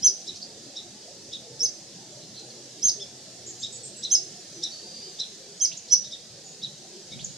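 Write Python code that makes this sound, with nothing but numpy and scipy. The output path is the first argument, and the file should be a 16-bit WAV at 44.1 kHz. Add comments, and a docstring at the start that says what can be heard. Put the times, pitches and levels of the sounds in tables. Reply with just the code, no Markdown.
"""From the start filtered noise gives a hiss and a distant rumble with hollow swells, over a brief low bump.
At once a red squirrel scolds from a branch: frequency-modulated arched squeaks, with softer two-voiced chucks
between, until near the end. Birds chip thinly early and late; claws scuff the bark. From 1.6 s an engine hum swells
and fades; about 3 s comes a harmonic mew, then a quick bird phrase of paired tones. Near the end a puff of air
touches the microphone. Trunks and twigs scatter the animal sounds back as decaying noise echoes."""
import sys
import numpy as np
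from scipy import signal
from scipy.io import wavfile
from scipy.ndimage import uniform_filter1d, map_coordinates

SR = 44100
rng = np.random.default_rng(int(sys.argv[2]) if len(sys.argv) > 2 else 0)


def to_wav(sig):
    """Store sig (one row per channel, or 1-D mono) as 16-bit WAV at the path in sys.argv[1].

    Samples outside -1..1 are clipped; the rate is SR.
    """
    pcm = np.clip(np.atleast_2d(sig), -1, 1) * 32767
    pcm = np.round(pcm).astype(np.int16)
    wavfile.write(sys.argv[1], SR, pcm.T)  # frames by channels


N = 325192
TIME = np.arange(N) / SR


def from_db(db):
    """Level in decibels to amplitude ratio."""
    return 10 ** (np.asarray(db) / 20)


def rms_one(x):
    """Normalise the mean power to 1."""
    return x / np.sqrt(np.mean(x ** 2) + 1e-20)


def along(rows, t):
    """Linear interpolation of each column of a curve at the times t."""
    s, *columns = np.transpose(rows)
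    return [np.interp(t, s, c) for c in columns]


def at_hz(points, hz):
    """Interpolation of a spectrum on a logarithmic frequency axis."""
    f, value = np.transpose(points)
    return np.interp(np.log(hz + 1e-6), np.log(f), value)


def drift(rate, size):
    """Low-frequency random modulation: Gaussian knots of spread 1, rate per second, joined by lines."""
    knots = rng.standard_normal(8192)
    return np.interp(np.arange(size) * rate / SR, np.arange(len(knots)), knots)


def phase_of(hz):
    """Phase as the time integral of instantaneous frequency."""
    return 2 * np.pi * np.cumsum(hz) / SR


def fade(t, edge):
    """Raised-cosine gate whose two edges last edge, in the units of t."""
    to_nearest_end = np.minimum(t - t[0], t[-1] - t)
    return np.sin(np.pi / 2 * np.clip(to_nearest_end / edge, 0, 1)) ** 2


def passing(start, length, fade_s):
    """Amplitude envelope over the whole scene that fades in, stays and fades out."""
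    out = np.zeros(N)
    add(out, start, fade(np.arange(0, length, 1 / SR), fade_s))
    return out


def envelope(t, attack_s, release_s, edge_db):
    """Exponential attack and release: the level climbs linearly from edge_db and sinks back to it."""
    toward_edge = np.maximum(1 - t / attack_s, 1 - (t[-1] - t) / release_s)
    return from_db(edge_db * np.clip(toward_edge, 0, 1))


def bump(t, at_s, width_s):
    """Gaussian pulse of height 1."""
    return np.exp(-((t - at_s) / width_s) ** 2)


def arch(t, rise_s, fall_s, scoop, dive):
    """Frequency ratio with parabolic ends: it scoops up to 1 and dives at the end."""
    scooped = scoop * np.clip(1 - t / rise_s, 0, 1) ** 2
    dived = dive * np.clip(1 - (t[-1] - t) / fall_s, 0, 1) ** 2
    return 1 - scooped - dived


def hoarse(phase, width_hz):
    """Random quadrature modulation: a band of noise that follows a pitch."""
    return drift(width_hz, len(phase)) * np.sin(phase) + drift(width_hz, len(phase)) * np.cos(phase)


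def whistle(length, hz, glide_hz, waver_hz):
    """A sinusoid randomly frequency-modulated about a linear glide."""
    u = np.linspace(0, 1, int(length * SR))
    return fade(u, 0.085) * np.sin(phase_of(hz + glide_hz * (u - .5) + waver_hz * drift(900, len(u))))


def add(out, start, sound):
    """Linear superposition of a sound at its start time."""
    i = max(int(start * SR), 0)
    out[i:i + len(sound)] += sound[:N - i]


def stereo_noise(spectrum, patchy_db, wider_db=0):
    """Mid-side shaping of noise: mostly coherent in the bass and diffuse in the treble, in random patches."""
    # side level against the middle: (frequency [Hz], level [dB])
    width_points = [(60, -8), (110, -16.5), (200, -17), (380, -15.5), (700, -13), (1290, -11), (2380, -8.5),
                    (4400, -2), (8120, -0.5), (15000, 0.5)]
    # left-right balance: (frequency [Hz], left over right [dB])
    balance_points = [(60, 3), (150, -0.5), (380, 1.0), (950, 0.5), (2380, 1), (5980, -2.5), (15000, 3)]
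    hz, s, (mid, side) = signal.stft(rng.standard_normal((2, N)), SR, nperseg=2048)
    # smooth the patches over frequency, then over time
    patches = uniform_filter1d(rng.standard_normal(mid.shape), size=3, axis=0)
    patches = rms_one(uniform_filter1d(patches, size=4, axis=1))
    hz, sign = hz[:, None], np.array([1, -1])[:, None, None]
    both = mid + sign * side * from_db(at_hz(width_points, hz) + wider_db)
    balance = sign * at_hz(balance_points, hz) / 2
    gain = from_db(at_hz(spectrum, hz) + balance + patchy_db * patches)
    return rms_one(signal.istft(both * gain, SR)[1][:, :N])


def swells(waver=0.068):
    """Slow amplitude modulation: faint hollow tones of wavering pitch rise out of the rumble and sink back."""
    # hollow tones: (start [s], length [s], pitch [Hz], level [dB])
    hollow_tones = [(0.04, 0.13, 399, -47), (0.227, 0.14, 347, -47.5), (0.823, 0.081, 358, -48.5),
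                    (1.374, 0.25, 478, -47.5), (1.597, 0.078, 462, -42.5), (2.937, 0.12, 377.6, -44),
                    (4.492, .18, 351.5, -46.5), (5.413, 0.18, 384, -48)]
    out = np.zeros(N)
    for start, length, hz, db in hollow_tones:
        size = int(length * SR)
        tone = np.sin(phase_of(hz * (1 + waver * drift(56.8, size))))
        add(out, start, from_db(db) * np.hanning(size) * tone)
    return out


def engine_hum(third_db=-4):
    """A periodic source: a wavering fundamental with a third harmonic of randomly varying amplitude."""
    phase = phase_of(127.6 * (1 + .008 * drift(4, N)))
    third = from_db(third_db) * drift(9, N) * np.sin(3 * phase)
    return from_db(-59) * passing(start=1.57, length=2.85, fade_s=0.49) * (np.sin(phase) + third)


def bump_and_puff():
    """Gated low-frequency noise with a strong side signal: a low bump, and late a puff of air on the microphone."""
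    # a brief low bump at the start, then the late puff: (start [s], length [s], level [dB])
    gust_rows = [(0, 0.057, -44), (7.09, 0.238, -45)]
    # relative spectrum of both: (frequency [Hz], level [dB])
    gust_spectrum = [(30, -34), (80, -10), (150, 3), (230, -6), (400, -64), (900, -64)]
    level = sum(from_db(db) * passing(start, length, fade_s=0.045) for start, length, db in gust_rows)
    return level * stereo_noise(gust_spectrum, patchy_db=-1.5, wider_db=17.0)


def background(swell_db=0.2, rumble_gain_db=0.5, hiss_gain_db=2):
    """Superposed sources: distant rumble and hiss as filtered noise, hollow swells, engine hum, bump and puff."""
    # relative spectrum of the rumble: (frequency [Hz], level [dB])
    rumble_spectrum = [(18, -69), (30, -44), (43, -43), (64, -33), (91, -9), (118, -4.5), (185, -2),
                       (213, -0.5), (259, -7), (357, -0.5), (419, -5.5), (578, -6), (772, -11),
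                       (1070, -26.5), (1400, -33.5), (1820, -23), (3080, -120)]
    # relative spectrum of the hiss: (frequency [Hz], level [dB])
    hiss_spectrum = [(710, -20), (1200, -16.5), (1850, -10.5), (2040, -13), (2820, -10), (4130, -2.5),
                     (4890, 0), (5210, -1), (6310, -1.5), (7160, -4.5), (9130, -15), (10900, -22),
                     (12700, -29.5), (15000, -50)]
    # levels before the common gains: (time [s], rumble level [dB], hiss level [dB])
    background_levels = [(0.0, -53, -47.5), (0.51, -51.5, -48), (1.39, -51.5, -48.5), (5.09, -52, -46.5),
                         (5.77, -54.5, -49), (7.12, -51.5, -48), (7.37, -52, -47.5)]
    rumble_db, hiss_db = along(background_levels, TIME)
    rumble_level = from_db(rumble_db + rumble_gain_db + swell_db * drift(15, N))
    rumble = rumble_level * stereo_noise(rumble_spectrum, patchy_db=4.0)
    hiss = from_db(hiss_db + hiss_gain_db) * stereo_noise(hiss_spectrum, patchy_db=2.8)
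    return rumble + swells() + hiss + engine_hum() + bump_and_puff()


def woods(x, pan_db, near_db, far_db, near_t60=0.14, far_t60=0.67, alike=0.43, build_s=0.0058,
          bark_hz=6500, twigs_db=-20, twigs_hz=5100):
    """Multiple scattering: nearby branches give a dense short echo, further trunks a longer wash."""
    t = TIME[:SR]
    shared, apart = rng.standard_normal(SR), rng.standard_normal((2, SR))
    share = np.clip(alike, 0, 1)  # power common to both channels
    scatter = np.sqrt(share) * shared + np.sqrt(1 - share) * apart
    scatter = scatter * np.clip(t / build_s, 0, 1) ** 2
    # t60: seconds to decay by 60 dB
    near, far = (rms_one(np.exp(-np.log(1000) * t / t60)) / np.sqrt(SR) for t60 in (near_t60, far_t60))
    echo = scatter * np.hypot(from_db(near_db) * near, from_db(far_db) * far)
    # twigs return one band most strongly; rough bark and needles swallow the treble
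    echo = echo + from_db(twigs_db) * signal.lfilter(*signal.iirpeak(twigs_hz, 5, fs=SR), echo)
    echo = signal.sosfilt(signal.butter(2, bark_hz, fs=SR, output="sos"), echo)
    scattered = signal.fftconvolve(x[None], echo, axes=1)[:, :N]
    return (x + scattered) * from_db(np.array([[1], [-1]]) * pan_db / 2)


def between_ports(x, lag_samples):
    """Interchannel time difference: the sound reaches the left port a moment after the right one."""
    return np.array([map_coordinates(x[0], [np.arange(N) - lag_samples], order=3), x[1]])


def distant_calls(clear_waver_hz=90, buzzy_waver_hz=320, slur_width_hz=1400):
    """Frequency glides: bird chips dive ever faster, hoarse slurs rise, paired and lone whistles stay nearly level."""
    # small birds' falling chips: (start [s], length [s], starting pitch [Hz], level [dB])
    chip_rows = [(0.344, .014, 5100, -40), (.356, 0.0074, 6500, -35), (0.412, 0.01, 5020, -36),
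                 (0.418, 0.015, 5450, -30), (0.435, 0.0083, 5400, -38), (2.494, 0.017, 5150, -42),
                 (5.766, 0.015, 7700, -30), (7.238, 0.014, 7800, -24)]
    # hoarse rising slurs: two faint, like distant chucks, then two from a bird:
    # (start [s], length [s], from pitch [Hz], to pitch [Hz], level [dB])
    slur_rows = [(2.197, 0.055, 3890, 4150, -52), (2.336, .08, 3950, 4160, -49),
                 (5.712, .04, 2590, 4630, -43.5), (7.188, 0.037, 2895, 4600, -42.5)]
    # one bird's two-voiced notes:
    # (start [s], clear pitch [Hz], clear level [dB], buzzy pitch [Hz], buzzy level [dB])
    phrase_rows = [(3.461, 7480, -44, 6800, -38.5), (3.597, 7500, -41.5, 6550, -42),
                   (3.723, 7880, -41, 7070, -41), (3.831, 8290, -41, 7400, -42),
                   (3.96, 7870, -43.5, 7700, -47)]
    # lone thin whistles: (start [s], length [s], middle pitch [Hz], glide [Hz], level [dB])
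    whistle_rows = [(2.368, 0.056, 4115, 120, -48), (4.514, 0.15, 5950, -250, -47.5),
                    (4.706, 0.097, 4540, 80, -43.5), (4.806, 0.31, 4760, 122, -45.5),
                    (5.567, 0.039, 6800, -60, -50), (5.643, 0.029, 2280, 3, -53),
                    (6.434, 0.12, 6860, -64, -48), (7.119, 0.026, 2254, 0, -50.5)]
    out = np.zeros(N)
    for start, length, hz, db in chip_rows:
        u = np.linspace(0, 1, int(length * SR))
        falling_hz = hz * (1 - 0.243 * u ** 1.78)  # loses 24.3 % of its pitch
        add(out, start, from_db(db) * np.sin(np.pi * u ** 2.43) * np.sin(phase_of(falling_hz)))
    for start, length, from_hz, to_hz, db in slur_rows:
        u = np.linspace(0, 1, int(length * SR))
        phase = phase_of(from_hz + (to_hz - from_hz) * u)
        add(out, start, from_db(db) * fade(u, 0.14) * hoarse(phase, slur_width_hz))
    note_s, note_glide_hz = 0.056, -62
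    for start, clear_hz, clear_db, buzzy_hz, buzzy_db in phrase_rows:
        add(out, start, from_db(clear_db) * whistle(note_s, clear_hz, note_glide_hz, clear_waver_hz))
        add(out, start, from_db(buzzy_db) * whistle(note_s, buzzy_hz, note_glide_hz, buzzy_waver_hz))
    flicker_db, flickers_per_s = 2.5, 72
    for start, length, hz, glide_hz, db in whistle_rows:
        note = whistle(length, hz, glide_hz, waver_hz=0.027 * hz)
        add(out, start, from_db(db + flicker_db * drift(flickers_per_s, len(note))) * note)
    return out


def scuffs(spread=1.35):
    """Friction noise: claws on bark give short gritty bursts of impulsive, band-passed noise."""
    # scuffs: (start [s], length [s], centre frequency [Hz], level before the bell-shaped window [dB])
    scuff_rows = [(0.349, 0.043, 5100, -42.5), (2.392, 0.013, 5700, -43), (3.664, 0.0094, 4900, -38),
                  (5.873, 0.035, 4960, -42.5)]
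    out = np.zeros(N)
    ratio = max(spread, 1.05)
    for start, length, hz, db in scuff_rows:
        grit = rng.laplace(size=SR)[:int(length * SR)]
        band = signal.butter(2, [hz / ratio, hz * ratio], "band", fs=SR, output="sos")
        rub = rms_one(signal.sosfilt(band, signal.sosfilt(band, grit)))
        add(out, start, from_db(db) * rub * np.hanning(len(grit)))
    return out


def mew(third_db=0):
    """Harmonic synthesis with a missing fundamental: a soft arch heard in its second and third harmonics."""
    start_s, length_s, top_hz, crest_s = 2.995, 0.045, 1785, 0.021
    out, t = np.zeros(N), np.arange(0, length_s, 1 / SR)
    # scoop and dive are shares of the pitch
    phase = phase_of(top_hz * arch(t, crest_s, length_s - crest_s, scoop=0.171, dive=0.11))
    gain = from_db(-33.5) * envelope(t, attack_s=0.031, release_s=0.015, edge_db=-12) * fade(t, 0.0027)
    add(out, start_s, gain * (np.sin(2 * phase) + from_db(third_db) * np.sin(3 * phase)))
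    return out


def chucks(second_db=-4.0, fourth_db=-22, fifth_db=-33, rise_waver_hz=25, rasp_db=-22, rasp_width_hz=1500):
    """Beating of two voices: a hoarse low arch against a harmonic stack that sweeps up and sinks back."""
    # softer calls:
    # (start [s], low voice level [dB], rising voice level [dB], low pitch [Hz], rising fundamental's crest [Hz])
    chuck_rows = [(.263, -34, -30, 3920, 1970), (.751, -34, -32, 3830, 1983), (1.315, -31, -34, 3797, 1953),
                  (3.616, -31, -28, 3747, 1930), (4.022, -28.5, -25.5, 3930, 2074),
                  (4.621, -26.5, -20.5, 3896, 2024), (5.184, -26.5, -25.5, 3880, 1990),
                  (6.03, -42, -35, 3800, 1900), (6.105, -36, -34, 3735, 1955),
                  (6.615, -29.5, -34.5, 3854, 1964), (7.106, -39, -40, 3750, 1870)]
    sweep_hz, crest_s, sink_s = 599, 0.028, 0.0595
    attack_s, hold_s, edge_db, decay_db_per_s = .017, .003, -30, 2600
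    reference_db, brightening = -42, 0.28  # overtones gain 0.28 dB per dB above the reference
    out, t = np.zeros(N), np.arange(0, 0.059, 1 / SR)
    # scoop and dive are shares of the pitch
    low_ratio = arch(t, rise_s=0.01795, fall_s=0.0303, scoop=.16, dive=0.137)
    low_gain = envelope(t, attack_s=0.021, release_s=0.024, edge_db=-16.5)
    from_crest = np.maximum(1 - t / crest_s, (t - crest_s) / sink_s)
    below_crest_hz = sweep_hz * np.sin(np.pi / 2 * from_crest) ** 2
    onset_db = edge_db * np.maximum(1 - t / attack_s, 0)
    decay_db = -decay_db_per_s * np.maximum(t - attack_s - hold_s, 0)
    for start, low_level, rise_level, hz, crest_hz in chuck_rows:
        # the low voice dissolves into a narrow band of noise as the call goes on, with a wider rasp around it
        breakup = np.clip(t / .035, .2, .7)
        phase = phase_of(hz * low_ratio + 85 * drift(450, len(t)))
        noise = hoarse(phase, 550) + from_db(rasp_db) * hoarse(phase, rasp_width_hz)
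        low = np.sqrt(1 - breakup ** 2) * np.sin(phase) + breakup * noise
        phase = phase_of(crest_hz - below_crest_hz + rise_waver_hz * drift(554, len(t)))
        # the upper harmonics flash on the way up; the second grows and outlasts them
        second = from_db(second_db) * np.minimum(t / crest_s, 1) ** 2 * np.sin(2 * phase)
        third = from_db(onset_db) * np.sin(3 * phase)
        overtones = sum(from_db(db) * np.sin(k * phase) for k, db in ((4, fourth_db), (5, fifth_db)))
        # a louder rising voice is richer in overtones
        brightness = from_db(onset_db / 5 + brightening * (rise_level - reference_db))
        stack = from_db(decay_db) * (third + brightness * overtones)
        call = from_db(low_level) * low_gain * (low + second) + from_db(rise_level) * stack
        add(out, start, call * fade(t, .003))
    return out


def squeaks(flutter_rate_hz=335, jitter_hz=55, dive_jitter_hz=55, dive_rough=0.12, undertone_db=-26,
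            sum_tone_db=-28, octave_db=-46, fizz_db=-21, tick_db=-33):
    """Frequency modulation of an arched whistle that roughens as it dives, mixing with a lower voice."""
    # loud squeaks: (start [s], length [s], top pitch [Hz], level [dB], flutter depth [Hz],
    # held back for [s], held flat by [Hz], held back by [dB], final dive [s], bend of the dive [1 = straight],
    # rasp level [dB], boost of undertone and sum tone [dB])
    squeak_rows = [(.027, 0.059, 6200, -11.5, 90, 0.018, 404, -10.5, 0.015, 1.7, -24, -1),
                   (1.598, .068, 6300, -18, 30, 0.031, 795, -5.5, 0.014, 0.93, -19.5, -11),
                   (2.825, .078, 6430, -16.5, 90, 0.014, 600, -6, 0.023, 1.55, -13, -1.5),
                   (4.106, 0.056, 6356, -14, 50, .0099, 695, -12, 0.018, 1.4, -19, 1),
                   (5.604, .057, 6340, -16.5, 50, .011, 550, -10, 0.016, 1.68, -25, 5),
                   (5.906, 0.049, 5977, -10.5, 205, 0.014, 100, -15, 0.0085, 1.8, -35, -7.5)]
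    # the voice catches (dips) or bursts out (peaks): (time [s], half-width [s], level change [dB])
    break_rows = [(.08, 0.003, 1), (1.603, 0.0013, -15), (1.648, 0.005, 0.5), (1.654, 0.00073, -5),
                  (2.8554, .002, 5.5), (2.865, .006, -4.5), (2.875, 0.0034, 3.5), (2.881, 0.0016, -15),
                  (2.8855, 0.0036, 3.5), (2.89, 0.0011, -20), (4.149, 0.0012, -1), (4.154, 0.0017, 7.5),
                  (5.646, .0013, -12), (5.6502, 0.0012, 5.5), (5.657, 0.0027, 5.5)]
    opening_s = 0.0041  # the voice is held back at first, then opens fully
    scoop_hz, scoop_power, dive_to_hz = 1562, 8.5, 4360
    sag_hz, sag_from = 340, 0.402  # sag begins at this share of the length
    low_hz, low_sink_hz = 3255, 386  # the lower voice
    out = np.zeros(N)
    fizz_band = signal.butter(4, [8700, 11000], "band", fs=SR, output="sos")
    tick_u = np.linspace(0, 1, SR // 200)
    tick = np.sin(np.pi * tick_u) * np.sin(phase_of(4500 + 2000 * tick_u))
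    for (start, length, top_hz, db, flutter, held_s, flat_hz, held_db,
         dive_s, bend, rasp_db, under_db) in squeak_rows:
        t = np.arange(0, length, 1 / SR)
        u = t / length
        held = (1 - np.tanh((t - held_s) / opening_s)) / 2
        # pitch: scoop up to the top, sag past the crest, dive at the end
        scoop = np.maximum(scoop_hz * (1 - u) ** scoop_power, flat_hz * held)
        sag = sag_hz * np.clip((u - sag_from) / (1 - sag_from), 0, 1) ** 1.36
        dive = np.clip(1 - (length - t) / dive_s, 0, 1) ** bend
        hz = top_hz - scoop - sag
        hz = hz + (dive_to_hz - hz) * dive
        breaks = sum(size_db * bump(start + t, at_s, width_s) for at_s, width_s, size_db in break_rows)
        gain = from_db(db + held_db * held + breaks)
        gain = gain * envelope(t, attack_s=0.0061, release_s=0.0094, edge_db=-10.5)
        swing = np.sin(phase_of(flutter_rate_hz * (1 + .03 * drift(100, len(t)))))
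        jitter = (jitter_hz + dive_jitter_hz * dive) * drift(712.5, len(t))
        phase = phase_of(hz + flutter * swing + jitter)
        # the lower voice hums almost level, sinks a little and escapes the holding back
        under = phase_of(low_hz - low_sink_hz * u ** 2 + jitter_hz * drift(457, len(t)))
        undertone = from_db(undertone_db - held_db * held) * np.sin(np.pi * u ** .6) ** 2 * np.sin(under)
        sum_tone = from_db(sum_tone_db) * (1 - dive) ** 2 * (1 - held) * np.sin(phase + under)
        # turbulent air: a rasp under the whistle grows once the voice opens, a fizz above it grows throughout
        rasp_tone = np.sin(phase_of(.75 * top_hz + 400 * drift(1500, len(t))))
        rasp = from_db(rasp_db) * u * (1 - held) * drift(2200, len(t)) * rasp_tone
        fizz_noise = rms_one(signal.sosfilt(fizz_band, rng.standard_normal(SR)))[:len(t)]
        fizz = from_db(fizz_db + rasp_db / 2) * np.sqrt(2 * u) * fizz_noise
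        octave = from_db(octave_db) * u * np.sin(2 * phase)
        rough = dive_rough * np.sqrt(dive) * drift(1100, len(t))
        voice = np.sin(phase) * (1 + swing * flutter / 1800 + rough)
        voice = voice + from_db(under_db) * (undertone + sum_tone) + octave
        # the breaks leave the turbulent air untouched
        turbulence = (rasp + fizz) * from_db(-breaks)
        add(out, start, (voice + turbulence) * gain * fade(t, 0.0014))
        # the throat opens with a tiny upward flick
        add(out, start - len(tick) / SR, from_db(tick_db) * tick)
    return out


def scene():
    """Direct-to-scattered ratio as distance cue: squirrel close, a little to the right; far calls deeper in the trees."""
    # the squirrel turns its head: (time [s], left over right [dB])
    facing = [(0, -1.5), (2.9, -2.1), (5.6, -3.6)]
    far = woods(distant_calls(), pan_db=-2.5, near_db=-2, far_db=-5, near_t60=0.14, far_t60=0.6,
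                build_s=.007, bark_hz=8800)
    soft = woods(chucks() + mew() + scuffs(), pan_db=-.5, near_db=-5.5, far_db=-9.5,
                 near_t60=.18, far_t60=.55)
    loud = woods(squeaks(), pan_db=along(facing, TIME)[0], near_db=-5.0, far_db=-15.5,
                 near_t60=0.19, far_t60=0.58, alike=0.27, build_s=0.007, bark_hz=12300, twigs_db=-12)
    return between_ports(loud, lag_samples=1.0) + soft + far + background()


def record(dry):
    """Band limitation: a steep elliptic low-pass at 14.8 kHz removes the top."""
    return signal.sosfilt(signal.ellip(10, .1, 90, 14800, fs=SR, output="sos"), dry)


dry = scene()
out = record(dry)
to_wav(out)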